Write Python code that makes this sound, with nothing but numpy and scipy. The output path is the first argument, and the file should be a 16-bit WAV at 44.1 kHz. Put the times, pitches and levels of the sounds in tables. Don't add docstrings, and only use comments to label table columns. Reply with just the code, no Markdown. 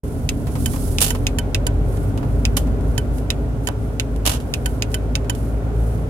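import sys
import numpy as np
from scipy import signal
from scipy.fft import rfft, irfft, next_fast_len
from scipy.io import wavfile
from scipy.ndimage import uniform_filter1d

SR = 44100
rng = np.random.default_rng(int(sys.argv[2]) if len(sys.argv) > 2 else 0)


def persist_wave(psi):
    counts = np.round(np.clip(psi, -1, 1) * 32767).astype(np.int16)
    wavfile.write(sys.argv[1], SR, np.atleast_2d(counts).T)


N = 268613
TIME = np.arange(N) / SR
RING = np.arange(SR // 4) / SR

# t/s, relative level/dB, treble tilt/(dB per octave)
TICKS = [(.2908, 0.5, 10.5), (.9846, 1.5, 9), (1.2681, 1.5, 4), (1.5465, 2, 3), (2.4525, 1, 6),
         (3.3035, 1.5, 1.5), (3.9979, 1, 4.5), (4.5387, 0.5, 5), (4.8226, -0.5, 6.5), (5.154, 0, 5)]
# t/s, relative level/dB, treble tilt/(dB per octave)
TOCKS = [(.6588, -1.5, 5), (1.1043, -0.5, 4.5), (1.3859, -1, 3.5), (1.6669, -0.5, 3.5), (2.5682, -8, 3.5),
         (2.9788, -2, 2.5), (3.6722, -2.5, 2.5), (4.6589, -2, 3), (4.943, -2, 3), (5.2969, -1, 3)]
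# about f/Hz, relative level/dB, t60/s, left minus right/dB
TICK_MODES = [(1506, -4.5, 0.058, -7), (1920, -9, 0.011, 7), (2506, -1.5, 0.039, -14.5),
              (2650, 4, 0.042, 1), (2883, -3.5, 0.025, -6), (3500, -19, 0.042, -27), (3720, -8, 0.014, -13),
              (4920, -13, 0.013, -22.5), (5740, -14, 0.024, -14), (6480, -11, 0.026, 14),
              (7330, -9.5, 0.027, -4.5), (8600, -19, 0.034, -15), (9070, -37.5, 0.0044, -37),
              (12100, -28, 0.036, -13), (14800, -80, 0.011, -6)]
# about f/Hz, relative level/dB, t60/s, left minus right/dB
TOCK_MODES = [(963, 9, 0.067, 2.5), (1523, 5, 0.1, -13.5), (1944, -0.5, 0.017, -8.5), (2550, -9, 0.034, -6),
              (3032, 7, 0.052, -5.5), (4700, -13, 0.017, -13.5), (5520, -20.5, 0.009, -20),
              (6660, -9, 0.027, -8), (7230, -3.5, 0.015, -3), (8800, -26, 0.019, -8),
              (9700, -11, 0.0069, -10.5), (11100, -18, 0.0074, -10), (12350, -19.5, 0.0071, -12),
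              (12500, -39, .012, -7), (14700, -34, .005, -6)]
# f/Hz, relative level/dB
SNAP_COLOUR = [(700, -31), (1600, -19), (2500, 5), (4000, -2.5), (6500, -6), (10000, -19), (16000, -18)]
# f/Hz, relative level/dB
WASH_COLOUR = [(600, -2.5), (1500, -5.5), (2600, 2.5), (3800, -5), (4600, -10), (9000, -11.5), (16000, -51)]


def relay(blows, modes, db, near_t60, direct, snap_db, travel_s, chatter_db, wash_db, wash_t60, vary_db, drift_db):
    chatter_colour = [(600, -5.0), (1400, -9.5), (2400, -6.0), (5000, -6), (11000, -2.0), (16000, -20)]
    usual_path = scatter(decay(near_t60), direct)
    drift = undb(drift_db)
    out = np.zeros((2, N))
    for s, blow_db, tilt_db in blows:
        level = undb(db + blow_db)
        path = (usual_path + drift * scatter(decay(near_t60))) / np.hypot(1, drift)
        snap = undb(snap_db) * colour(scatter(decay(.005), 1), SNAP_COLOUR)
        chatter = undb(chatter_db) * colour(scatter(decay(0.035)), chatter_colour)
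        wash = undb(wash_db) * colour(scatter(decay(wash_t60)), WASH_COLOUR)
        add(out, s, level * ((snap + chatter) * pan(-5.5) + wash * pan(-5.0)))
        armature = signal.fftconvolve(ring(modes, tilt_db, vary_db), path, axes=1)
        add(out, s + travel_s, level * armature)
    return out


# t/s, swing to the stop/s, first flight back/s, relative level/dB,
# treble tilt/(dB per octave)
RETURNS = [(1.005, 0.01, .027, 3, 4.5), (4.2536, .0095, .031, 2, 1.5)]
# t/s, relative level/dB, t60/s, treble tilt/(dB per octave)
KNOCKS = [(1.149, -19.5, 0.075, -1.5), (2.175, -19, 0.05, -3), (2.568, -2, 0.048, 4),
          (2.572, -7.5, 0.042, -1.5), (3.6868, -19, 0.015, -8.5), (4.161, -26, .06, 1),
          (4.401, -21.5, 0.11, .5), (5.35, -21.5, 0.042, 2)]
# f/Hz, relative level/dB
PLASTIC_COLOUR = [(40, -13), (100, -4), (300, -5.5), (700, 0), (1100, -3), (2100, -9), (3000, -2),
                  (4300, -8), (6000, -8), (8500, -8.5), (11000, -7.5), (15000, -19), (16000, -35)]
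# about f/Hz, relative level/dB, t60/s, left minus right/dB
STALK_MODES = [(1517, -8, 0.078, -2), (2590, -9, 0.073, 7), (3060, 4.5, 0.081, 8), (3390, -7, 0.065, 10),
               (7450, -1, .03, 20), (9500, -11, .03, 0), (10600, -6, .03, 0)]


def stalk(db, direct, tail_db, tail_t60, pan_db, rattle_db, shell_db):
    out = np.zeros((2, N))
    contacts = [contact for row in RETURNS for contact in spring_back(*row, count=6)]
    for s, knock_db, t60, tilt_db in contacts + KNOCKS:
        unevenness = unit(uniform_filter1d(rng.standard_normal(len(RING)), size=30))
        fade = decay(t60) + undb(tail_db) * decay(tail_t60)
        envelope = undb(rattle_db * unevenness) * fade
        knock = colour(scatter(envelope, direct), tilted(PLASTIC_COLOUR, tilt_db))
        add(out, s, undb(db + knock_db) * knock)
    out += undb(shell_db) * signal.fftconvolve(out, ring(STALK_MODES), axes=1)[:, :N]
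    left = colour(out[0], [(700, 2.0), (3000, -3.5), (10000, -5.0)])
    return np.array([left, out[1]]) * pan(pan_db)


RELEASE_DB, SEAT_DB = -7, -0.5
SEAT_SHARE = .33
CONTACT_T60_S, SEAT_T60_S = 0.059, .04
BOUNCE_S, BOUNCE_KEEP = .022, .79
BOUNCE_DB, BOUNCE_TILT_DB = -4, -0.4


def spring_back(s, swing_s, flight_s, db, tilt_db, count):
    stop = s + swing_s
    release = (s, db + RELEASE_DB, CONTACT_T60_S, tilt_db)
    seat = (stop + SEAT_SHARE * flight_s, db + SEAT_DB, SEAT_T60_S, tilt_db)
    contacts = [release, seat]
    gaps = [flight_s, *(BOUNCE_S * BOUNCE_KEEP ** np.arange(count))]
    for k, gap in enumerate(gaps):
        contacts.append((stop, db + k * BOUNCE_DB, CONTACT_T60_S, tilt_db + k * BOUNCE_TILT_DB))
        stop += gap
    return contacts


# t/s, level/dB
PING = (1.0172, 32.4)
# about f/Hz, relative level/dB, t60/s, left minus right/dB
SPRING_MODE = [(8680, 0, 0.034, -5)]


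def spring_ping():
    out = np.zeros((2, N))
    s, db = PING
    add(out, s, undb(db) * ring(SPRING_MODE))
    return out


# t/s, relative level/dB, t60/s, treble tilt/(dB per octave)
CREAKS = [(0.469, 0, .13, 1), (.554, 2, .1, 0), (.735, 1, .09, 0), (.761, -1.5, 0.077, -0.5),
          (1.1496, 3.5, .059, 0), (2.229, -6.5, .09, -4.5), (2.67, -7.5, 0.081, 1), (5.245, -9.5, .04, -2)]


def trim(db):
    out = np.zeros((2, N))
    # f/Hz, relative level/dB
    panel = [(300, -5), (750, 0.5), (1050, 2), (1400, -9.5), (2000, -8.5), (2800, -12.0), (6000, -18), (16000, -23)]
    for s, creak_db, t60, tilt_db in CREAKS:
        creak = colour(scatter(decay(t60)), tilted(panel, tilt_db))
        add(out, s, undb(db + creak_db) * creak)
    return out * pan(-3.3)


# t/s, relative level/dB, t60/s
TAPS = [(1.972, -17.5, 0.029), (2.809, -23.5, .03), (3.183, -16, 0.047), (3.688, -4, 0.0012),
        (4.918, -19, 0.023)]


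def taps(db):
    out = np.zeros((2, N))
    touch = [(60, 6), (400, -8), (1500, 3), (5000, -1.5), (11000, -0.5), (16000, -12)]
    for s, tap_db, t60 in TAPS:
        add(out, s, undb(db + tap_db) * colour(scatter(decay(t60), .7), touch))
    return out * pan(-7)


# t/s at the fastest, length/s, relative level/dB
STROKES = [(.06, 0.91, -48), (0.753, 0.58, -35.5), (1.96, 0.31, -47.5), (2.358, 0.39, -53),
           (2.912, 0.24, -51.5), (3.168, 0.099, -46.5), (3.65, .06, -48), (3.86, 0.24, -55),
           (4.513, 0.33, -53.5), (4.688, 0.16, -46), (4.925, 0.075, -45), (5.406, 0.2, -48),
           (5.86, 0.29, -48.5)]
# f/Hz, relative level/dB
SLEEVE_COLOUR = [(1500, -26), (3000, -13), (5000, -9), (7500, -6), (9500, -0.5), (11000, -0.5), (13000, -7),
                 (16000, -13)]
STROKE_RISE = .38
GRIP_DB = -59.5


def sleeve(db, grain_db, pan_db):
    power = undb(GRIP_DB) ** 2
    for s, length, stroke_db in STROKES:
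        width = length * np.where(TIME < s, STROKE_RISE, 1 - STROKE_RISE)
        power = power + undb(stroke_db) ** 2 * np.exp(-2 * ((TIME - s) / width) ** 2)
    rub = unit(colour(rng.standard_normal((2, N)), SLEEVE_COLOUR))
    grain = undb(db + grain_db * walk(160))
    return rub * np.sqrt(power) * grain * pan(pan_db)


# t/s, firing rate f/Hz, relative level/dB
THROTTLE = [(0, 42.6, -34.5), (.9, 43.3, -25), (1.4, 46.32, -20.5), (2.3, 51.52, -20.5), (2.9, 53.2, -22),
            (3.4, 53, -25), (4.4, 53.54, -24.5), (5.4, 54.43, -21), (6.09, 56.7, -19.5)]


def engine(boom_db, second_db, third_db, wander, throb_db, waver_db):
    hz, boom = curves(THROTTLE)
    phase = 2 * np.pi * np.cumsum(hz) / SR + wander * walk(5.8)
    out = undb(boom_db + throb_db * walk(13)) * np.sin(phase)
    out += undb(second_db + waver_db * walk(5)) * np.sin(2 * phase)
    out += undb(third_db + 2.2 * walk(3.6)) * np.sin(3 * phase)
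    return np.sqrt(2) * undb(boom) * out * pan(0.71)


# t/s, relative rumble level/dB, relative roar level/dB
ROAD_LEVEL = [(0, -30.5, -36.5), (.6, -26, -35), (1.3, -29, -33), (2.7, -26, -32.5), (3.9, -31.5, -35),
              (4.8, -30.5, -33.5), (6.09, -31, -32.5)]
# f/Hz, relative level/dB
RUMBLE_COLOUR = [(20, -45), (32, -9), (45, -6.5), (65, 5.5), (85, 3), (115, 3), (150, -1), (195, -10),
                 (245, -1.5), (290, -3.5), (345, -22), (500, -56.5), (3000, -60)]
# f/Hz, relative level/dB
ROAR_COLOUR = [(250, -10), (350, -5.5), (415, 3.5), (460, -4), (510, -3.5), (600, -5.5), (720, -9),
               (900, -16), (1250, -22), (1410, -19), (1650, -27.5), (2300, -32.5), (4000, -43.5),
               (12000, -73)]


def tyres(rumble_db, roar_db, flicker_db):
    rumble, roar = curves(ROAD_LEVEL)
    rumble_gain = undb(rumble + rumble_db + flicker_db * walk(14))
    roar_gain = undb(roar + roar_db + flicker_db * walk(14))
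    out = cabin_noise(RUMBLE_COLOUR) * rumble_gain * pan(-0.79)
    return out + cabin_noise(ROAR_COLOUR) * roar_gain * pan(-0.68)


# f/Hz, relative level/dB
AIR_COLOUR = [(600, -8), (1500, 4), (3100, 4), (4200, -0.5), (7000, 0), (10000, -2), (13000, -8.5),
              (16000, -10)]


def air(db):
    return cabin_noise(AIR_COLOUR) * undb(db) * pan(-2.4)


def cabin_noise(points):
    side = [(40, -20.5), (110, -11), (300, -12), (650, -6.5), (1300, 1)]  # f/Hz, side minus middle/dB
    mid, difference = rng.standard_normal((2, N))
    difference = colour(difference, side)
    stereo = np.array([mid + difference, mid - difference])
    return colour(stereo, points) / np.std(colour(mid, points))


def ring(modes, tilt_db=0, vary_db=0):
    chance = rng.standard_normal((len(modes), 2))
    out = np.zeros((2, len(RING)))
    for k, (hz, db, t60, pan_db) in enumerate(modes):
        height_db = db + tilt_db * np.log2(hz / 4000) + vary_db * chance[k, 0]
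        start = undb(height_db) * 2 * np.log(1000) / (t60 * SR)
        tone = np.sin(2 * np.pi * hz * (1 + 0.0039 * chance[k, 1]) * RING)
        out += (-1) ** k * start * pan(pan_db) * decay(t60) * tone
    return out


def scatter(envelope, direct=0):
    echoes = rng.standard_normal((2, len(RING))) * envelope / np.sqrt(np.sum(envelope ** 2))
    echoes[[0, 1], [0, 5]] += direct
    spectrum = rfft(echoes)
    smooth = uniform_filter1d(np.abs(spectrum) ** 2, size=90)
    even = irfft(spectrum / np.sqrt(smooth), len(RING))
    return even * (RING < RING[-1] * .9)


def colour(x, points):
    n = x.shape[-1]
    size = 2 * next_fast_len(n)
    hz, db = np.transpose(points)
    f = np.maximum(np.arange(size // 2 + 1) * SR / size, 1)
    cepstrum = irfft(np.log(undb(np.interp(np.log(f), np.log(hz), db))))
    cepstrum[1:size // 2] *= 2
    cepstrum[size // 2 + 1:] = 0
    return irfft(rfft(x, size) * np.exp(rfft(cepstrum)))[..., :n]


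def tilted(points, tilt_db):
    return [(hz, db + tilt_db * np.log2(max(hz, 1000) / 4000)) for hz, db in points]


def walk(rate):
    k = max(int(SR / rate), 1)
    steps = np.repeat(rng.standard_normal(N // k + 1), k)
    return unit(uniform_filter1d(uniform_filter1d(steps, k), k)[:N])


def decay(t60):
    return np.exp(-np.log(1000) * RING / t60)


def curves(table):
    s, *columns = np.transpose(table)
    return [np.interp(TIME, s, c) for c in columns]


def pan(db):
    return undb(np.array([[db], [-db]]) / 2)


def undb(db):
    return 10 ** (np.asarray(db) / 20)


def unit(x):
    return x / np.sqrt(np.mean(x ** 2))


def add(out, s, sound):
    i = int(s * SR)
    out[:, i:i + sound.shape[1]] += sound[:, :N - i]


def scene():
    ticks = relay(TICKS, TICK_MODES, db=17.0, near_t60=0.023, direct=1.2, snap_db=-5.5, travel_s=.0005,
                  chatter_db=-16.5, wash_db=-13.5, wash_t60=0.094, vary_db=2.5, drift_db=-4.5)
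    tocks = relay(TOCKS, TOCK_MODES, db=20.0, near_t60=0.019, direct=0.41, snap_db=-14.5, travel_s=.0008,
                  chatter_db=-14.5, wash_db=-22.5, wash_t60=0.16, vary_db=0, drift_db=-5)
    knocks = stalk(db=19.5, direct=0.11, tail_db=-19.5, tail_t60=0.21, pan_db=-2.5, rattle_db=3.0, shell_db=-3)
    knocks += spring_ping() + trim(db=6.5) + taps(db=2.5)
    rub = sleeve(db=-2.5, grain_db=1.5, pan_db=-9.0)
    drive = engine(boom_db=-1.5, second_db=-8.5, third_db=-21, wander=0.13, throb_db=2.5, waver_db=2)
    drive += tyres(rumble_db=5, roar_db=0.5, flicker_db=0.26) + air(db=-58.0)
    return ticks + tocks + knocks + rub + drive


START_S, TOP_HZ = 0.033, 15800


def record(dry):
    opened = np.clip((TIME - START_S) / .004, .001, 1)
    low_pass = signal.ellip(10, .2, 80, TOP_HZ, fs=SR, output="sos")
    return signal.sosfilt(low_pass, np.clip(dry * opened, -1, 1))


dry = scene()
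out = record(dry)
persist_wave(out)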